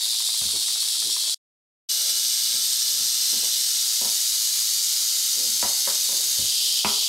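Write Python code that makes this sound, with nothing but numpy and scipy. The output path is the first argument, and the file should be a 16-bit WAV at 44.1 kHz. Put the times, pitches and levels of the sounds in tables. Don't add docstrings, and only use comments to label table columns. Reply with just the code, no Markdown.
import sys
import numpy as np
from scipy import signal
from scipy.fft import rfft, irfft, next_fast_len
from scipy.io import wavfile
from scipy.ndimage import uniform_filter1d

SR = 44100
rng = np.random.default_rng(int(sys.argv[2]) if len(sys.argv) > 2 else 0)


def int16_out(signal):
    q = np.round(np.clip(np.atleast_2d(signal).T, -1, 1) * 32767)
    wavfile.write(sys.argv[1], SR, q.astype(np.int16))


N = 312228

# frequency in Hz, relative level in dB.
STRETCHED_SPECTRUM = [(150, -39.5), (600, -36.5), (1500, -29.5), (2400, -22.5), (3050, -11.5), (3550, -1),
                      (4800, -1.5), (6300, -7), (8500, -5), (10800, -9), (13000, -16), (15500, -21.5)]
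COILED_SPECTRUM = [(150, -34.5), (500, -32.5), (1150, -31), (1400, -25.5), (2600, -19.5), (3000, -14.5),
                   (4000, -3), (5800, -1), (7200, -7), (8200, -5), (10200, -11), (12600, -8.5),
                   (15500, -20.5)]
CRAWLING_SPECTRUM = [(150, -32), (500, -32.5), (1150, -26), (1400, -24), (2650, -17), (3300, -8),
                     (4700, 1.5), (5700, -1.5), (6500, 1), (7400, -3), (9500, -5.5), (13000, -7),
                     (15500, -16)]
FLEEING_SPECTRUM = [(150, -32.5), (600, -29.5), (1500, -32), (2400, -22), (3050, -3.5), (4200, -3.5),
                    (4900, 1.5), (6000, -5), (8200, -8), (9500, -10), (12000, -11), (15500, -21)]
# centre in Hz, width in Hz, gain in dB.
STRETCHED_RESONANCES = [(3500, 110, -3), (4360, 41, 6)]
COILED_RESONANCES = [(1330, 45, 6.9), (1640, 25, 8.9), (2964, 130, 9), (3520, 150, 3.5), (3990, 61, 3.7),
                     (8320, 310, 3.8)]
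CRAWLING_RESONANCES = [(1375, 41, 4.2), (2140, 105, 4.5), (2920, 110, 5.9), (3290, 37, 1.12),
                       (3760, 250, 3.6), (6200, 230, 1.2), (8110, 300, 3.6)]
FLEEING_RESONANCES = [(3580, 110, 3), (4800, 86, 2), (8200, 300, 2.4)]
# midpoint in seconds, duration in seconds.
POSE_CHANGES = [(1.6, .2), (3.804, 0.65), (6.46, .3)]


def rattle():
    t = np.arange(N) / SR
    crisp = clashes(spread_strokes=.145, return_db=-7, scatter_db=1.1)
    loose = clashes(spread_strokes=.16, return_db=-5, scatter_db=.7)
    pose = sum(np.clip((t - s) / duration + .5, 0, 1) for s, duration in POSE_CHANGES)
    drive = np.where(pose < .5, crisp, loose)
    drive = moving_echoes(drive, tub_db=-.5, tub_t60=.079, room_db=-3, positions=12).mean(0)
    drive = diffuse_field(drive, tub_db=-8, tub_t60=.03, room_db=-4, room_t60=.3)
    poses = [(STRETCHED_SPECTRUM, STRETCHED_RESONANCES), (COILED_SPECTRUM, COILED_RESONANCES),
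             (CRAWLING_SPECTRUM, CRAWLING_RESONANCES), (FLEEING_SPECTRUM, FLEEING_RESONANCES)]
    buzz = np.zeros((2, N))
    for k, (spectrum, resonances) in enumerate(poses):
        def horn_gain(hz):
            peaks_db = sum(db / (1 + (2 * (hz - centre) / width) ** 2) for centre, width, db in resonances)
            return amp(along(spectrum, hz) + peaks_db)
        share = np.clip(1 - abs(pose - k), 0, 1)
        buzz += share * unit(filtered(drive, horn_gain))
    buzz = band(buzz, low_hz=131, high_hz=19840)
    power = abs(uniform_filter1d(buzz.mean(0) ** 2, size=SR // 8))
    even_buzz = buzz / np.sqrt(power + 1e-9)
    balance_db = np.array([[.28], [-.28]])
    return even_buzz * amp(buzz_level_db() + balance_db)


# time in seconds, strokes per second.
STROKE_RATE = [(0, 112), (1.3, 111.5), (2.3, 118), (3.3, 116), (4.1, 114), (4.7, 109), (5.5, 118),
               (5.9, 128), (6.5, 123)]


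def clashes(spread_strokes, return_db, scatter_db, click_range_db=8, click_t60=.0042, count=24):
    t = np.arange(N) / SR
    cycles = np.cumsum(curve(STROKE_RATE)) / SR
    strokes = np.arange(int(cycles[-1]))[:, None, None]
    shape = (len(strokes), 2, count)
    phase = strokes + np.array([[0], [.5]]) + spread_strokes * rng.standard_normal(shape)
    stroke_db = np.array([[0], [return_db]]) + scatter_db * rng.standard_normal(strokes.shape)
    click_db = stroke_db - click_range_db * rng.random(shape)
    starts = (np.interp(phase.ravel() % cycles[-1], cycles, t) * SR).astype(int)
    age = np.arange(SR // 300)
    envelopes = amp(click_db.reshape(-1, 1)) * decay(age / SR, click_t60)
    clicks = rng.standard_normal(envelopes.shape) * envelopes
    return unit(np.bincount((starts[:, None] + age).ravel(), clicks.ravel(), N)[:N])


# midpoint in seconds, half-length in seconds, change in dB.
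BUZZ_SWELLS = [(3.285, 0.071, 1), (6.706, 0.19, 0.6), (6.845, 0.025, -4)]


def buzz_level_db(before_db=-24, after_db=-22.7, step_s=1.6):
    steady = np.where(np.arange(N) / SR < step_s, before_db, after_db)
    return steady + sum(db * swell(s, half_length) for s, half_length, db in BUZZ_SWELLS)


# start in seconds, end in seconds, relative level in dB.
TAP_RUNS = [(.006, .03, -36), (.059, .24, -38.5), (0.288, .32, -39), (0.343, .58, -35.5),
            (.612, .85, -34.5), (.878, 1.26, -38), (1.276, 1.3, -41)]


def tail_patter(sway_s=.0717, rebound_s=.018, rebound_db=-4, scatter_db=2.5, tap_t60=.013, gain_db=3.5):
    t = np.arange(SR // 20) / SR
    out = np.zeros(N)
    for start, end, db in TAP_RUNS:
        for s in np.arange(start, end, sway_s):
            for delay, loss_db in [(0, 0), (rebound_s, rebound_db)]:
                tap = band(rng.standard_normal(len(t)) * decay(t, tap_t60), low_hz=559, high_hz=2770)
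                tap_db = db + gain_db + loss_db + scatter_db * rng.standard_normal()
                add(out, s + delay, amp(tap_db) * tap / abs(tap).max())
    return moving_echoes(out, tub_db=2, tub_t60=.041, room_db=-8)


# frequency in Hz, relative level in dB, 60 dB decay time in seconds.
TUB_MODES = [(87.3, 0.5, 0.23), (164, -7, 0.23), (213.6, 12.5, 0.19), (244.7, 1, 0.18), (340, -17, 0.24),
             (414, 5, 0.34), (544, 14, 0.15), (612, 1, 0.41), (760, -16, 0.25), (872, -1.5, 0.31),
             (970, 9.5, 0.18), (1100, -9.5, 0.26), (1150, -14, 0.22), (1338, -2.5, 0.39),
             (1480, -18.5, .17), (1770, -7, .2), (2130, -19, .25), (2630, -14, 0.12)]
# frequency in Hz, relative level in dB.
CONTACT_SPECTRUM = [(40, -54), (85, 0), (400, 8), (1000, 2), (1400, 0.5), (2600, 0), (3500, -33),
                    (8000, -45)]
# clack level in dB, upper band edge in Hz.
CLACK_BRIGHTNESS = [(-41, 650), (-31, 950), (-20, 1300)]


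def tub_knocks(contact_t60=.0017, ring_db=-29, crack_hz=2550, crack_t60=.0028):
    t = np.arange(SR // 2) / SR
    hz, mode_db, t60 = np.transpose(TUB_MODES)[:, :, None]
    out = np.zeros((2, N))
    for s, thump_db, body_db, clack_db in blows():
        echoes = impulse_response(tub_db=-2.5, tub_t60=.1, room_db=-3)
        contact = coloured(rng.standard_normal(len(t)) * decay(t, contact_t60), CONTACT_SPECTRUM)
        strike = signal.fftconvolve(contact[None] / abs(contact).max(), echoes, axes=1)[:, :len(t)]
        phase = rng.random(hz.shape) + .041 * rng.standard_normal((2, *hz.shape))
        envelopes = amp(mode_db + rng.normal(0, .67, hz.shape)) * decay(t, t60)
        modes = envelopes * np.sin(2 * np.pi * (hz * t + phase))
        blow = strike + amp(ring_db) * modes.sum(1)
        top_hz = np.interp(clack_db, *np.transpose(CLACK_BRIGHTNESS))
        thump = band(blow, low_hz=55, high_hz=124)
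        body = band(blow, low_hz=174, high_hz=520)
        clack = band(blow, low_hz=726, high_hz=top_hz, order=2)
        for part, db in [(thump, thump_db), (body, body_db), (clack, clack_db)]:
            add(out, s, amp(db) * part / part[:, :SR // 40].std())
        crack_db = -5.5 + 1.9 * (clack_db + 22.5)
        crack = amp(crack_db) * decay(t, crack_t60) * np.sin(2 * np.pi * crack_hz * t)
        add(out, s, signal.fftconvolve(crack[None], echoes, axes=1))
    return out


# start in seconds, floor thump in dB, body in dB, clack in dB,
# bounce in dB relative to the blow.
KNOCKS = [(0.413, -45.5, -48, -57, -0.5), (0.532, -51, -47.5, -50, -15), (2.54, -58, -50, -49.5, -11),
          (3.002, -54, -51.5, -53, -12), (3.329, -61, -47, -46.5, -7), (3.433, -66, -57, -45.5, -16),
          (4.015, -57, -42, -39, 0), (5.627, -48, -36.5, -28.5, -19), (5.873, -62, -60, -33, -14),
          (6.092, -62, -53.5, -44, 0.5), (6.387, -41, -41.5, -50, -5), (6.847, -41, -25, -22.5, -30)]


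def blows(bounce_s=.035):
    for s, thump_db, body_db, clack_db, bounce_db in KNOCKS:
        yield s, thump_db, body_db, clack_db
        yield s + bounce_s, thump_db + bounce_db, body_db + bounce_db, clack_db + bounce_db


# midpoint in seconds, half-length in seconds, resonance in Hz,
# bandwidth in Hz, relative level in dB.
RUBS = [(0.554, 0.027, 339, 50, -43.5), (1.074, 0.042, 361, 60, -51), (1.071, .04, 220, 40, -51),
        (2.076, 0.14, 560, 130, -54.5), (3.363, 0.046, 268, 35, -47.5), (5.398, 0.04, 337, 40, -46),
        (5.42, 0.053, 537, 60, -48), (5.501, 0.046, 230, 30, -53), (6.191, 0.088, 450, 300, -51)]


def tube_rubs(gain_db=-1):
    t = np.arange(N) / SR
    out = np.zeros(N)
    for s, half_length, hz, width_hz, db in RUBS:
        times = t[abs(t - s) < 3 * half_length]
        friction = rng.standard_normal(len(times))
        groan = filtered(friction, lambda f: 1 / np.hypot(1, (f - hz * hz / (f + 1)) / width_hz))
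        envelope = np.exp(-((times - s) / half_length) ** 2)
        add(out, times[0], amp(db + gain_db) * unit(groan) * envelope)
    return moving_echoes(out, tub_db=-2.5, tub_t60=.07, room_db=-13)


# frequency in Hz, 60 dB decay time in seconds.
ROOM_DECAY = [(100, 0.18), (700, 0.47), (3000, 0.23), (14000, 0.052)]


def impulse_response(tub_db, tub_t60, room_db):
    t = np.arange(SR // 4) / SR
    hz, frame_s, spectra = signal.stft(rng.standard_normal((2, len(t))), SR, nperseg=256)
    spectra = spectra * decay(frame_s, along(ROOM_DECAY, hz)[:, None])
    room = signal.istft(spectra, SR, nperseg=256)[1][:, :len(t)] * (t > .006)
    walls = rng.standard_normal((2, len(t))) * decay(t, tub_t60) * (t > .0008)
    mid, side = (amp(tub_db) * unit(walls) + amp(room_db) * unit(room)) / np.sqrt(len(t))
    mid[0] += 1
    return stereo(mid / np.linalg.norm(mid), side / np.linalg.norm(side))


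# frequency in Hz, gain of the side signal in dB.
SIDE_SPECTRUM = [(100, -19), (400, -15), (900, -9.5), (4000, -10), (5500, -17), (8000, -15.5), (10000, -10),
                 (13000, -20)]


def stereo(mid, side):
    side = coloured(side, SIDE_SPECTRUM)
    return np.array([mid + side, mid - side])


def moving_echoes(x, tub_db, tub_t60, room_db, positions=14):
    position = np.linspace(0, positions - 1, N)
    out = np.zeros((2, N))
    for k in range(positions):
        near = np.flatnonzero(abs(position - k) < 1)
        piece = x[near] * np.cos(np.pi / 2 * (position[near] - k))
        echoes = impulse_response(tub_db, tub_t60, room_db)
        add(out, near[0] / SR, signal.fftconvolve(piece[None], echoes, axes=1))
    return out


def diffuse_field(x, tub_db, tub_t60, room_db, room_t60):
    t = np.arange(SR // 2) / SR
    tub = amp(tub_db) * unit(decay(t, tub_t60))
    room = amp(room_db) * unit(decay(t, room_t60))
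    energy = signal.fftconvolve(x ** 2, (tub ** 2 + room ** 2) / len(t))[:N]
    wash = np.sqrt(abs(energy)) * rng.standard_normal((2, N))
    return stereo(unit(x + wash[0]), unit(wash[1]))


# frequency in Hz, relative level in dB.
AIR_SPECTRUM = [(25, -29), (70, 0.5), (130, -9.5), (300, -5.5), (1000, -11.5), (8000, -37.5)]
# midpoint in seconds, half-length in seconds, level in dB.
HANDLER_STIRS = [(.75, 0.38, -64), (3, .35, -59.5), (3.833, .22, -62.5), (5.5, .4, -63), (6.65, .4, -64)]


def room_air(still_db=-87.5):
    level = amp(still_db) + sum(amp(db) * swell(s, half_length) for s, half_length, db in HANDLER_STIRS)
    return level * unit(coloured(rng.standard_normal(N), AIR_SPECTRUM))


def amp(db):
    return 10 ** (np.asarray(db) / 20)


def decay(t, t60):
    return amp(-60 * t / t60)


def swell(s, half_length):
    return np.exp(-((np.arange(N) / SR - s) / half_length) ** 2)


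def unit(x):
    return x / np.sqrt(np.mean(x ** 2) + 1e-20)


def along(points, hz):
    frequencies, values = np.transpose(points)
    return np.interp(np.log(hz + 1), np.log(frequencies), values)


def curve(rows):
    return np.interp(np.arange(N) / SR, *np.transpose(rows))


def filtered(x, gain):
    size = 2 * next_fast_len(x.shape[-1] // 2 + 4096)
    hz = np.fft.rfftfreq(size, 1 / SR)
    cepstrum = irfft(np.log(np.maximum(gain(hz), 1e-6)))
    cepstrum[1:size // 2] *= 2
    cepstrum[size // 2 + 1:] = 0
    return irfft(rfft(x, size) * np.exp(rfft(cepstrum)), size)[..., :x.shape[-1]]


def coloured(x, spectrum):
    return filtered(x, lambda hz: amp(along(spectrum, hz)))


def band(x, low_hz, high_hz, order=3):
    n = 2 * order
    return filtered(x, lambda hz: ((1 + (low_hz / (hz + 1)) ** n) * (1 + (hz / high_hz) ** n)) ** -.5)


def add(track, s, sound):
    start = max(round(s * SR), 0)
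    track[..., start:start + sound.shape[-1]] += sound[..., :N - start]


def scene():
    return rattle() + tail_patter() + tub_knocks() + tube_rubs() + room_air()


# time in seconds, amplitude gain as a ratio.
BREAK_GAIN = [(1.344, 1), (1.345, .03), (1.375, .005), (1.38, 0), (1.888, 0), (1.898, 1)]


def record(dry, top_hz=15780):
    size = next_fast_len(N + SR // 4)
    hz = np.fft.rfftfreq(size, 1 / SR)
    passband = np.clip((top_hz - hz) / 100 + .5, 0, 1)
    return irfft(rfft(dry * curve(BREAK_GAIN), size) * passband, size)[:, :N]


dry = scene()
out = record(dry)
int16_out(out)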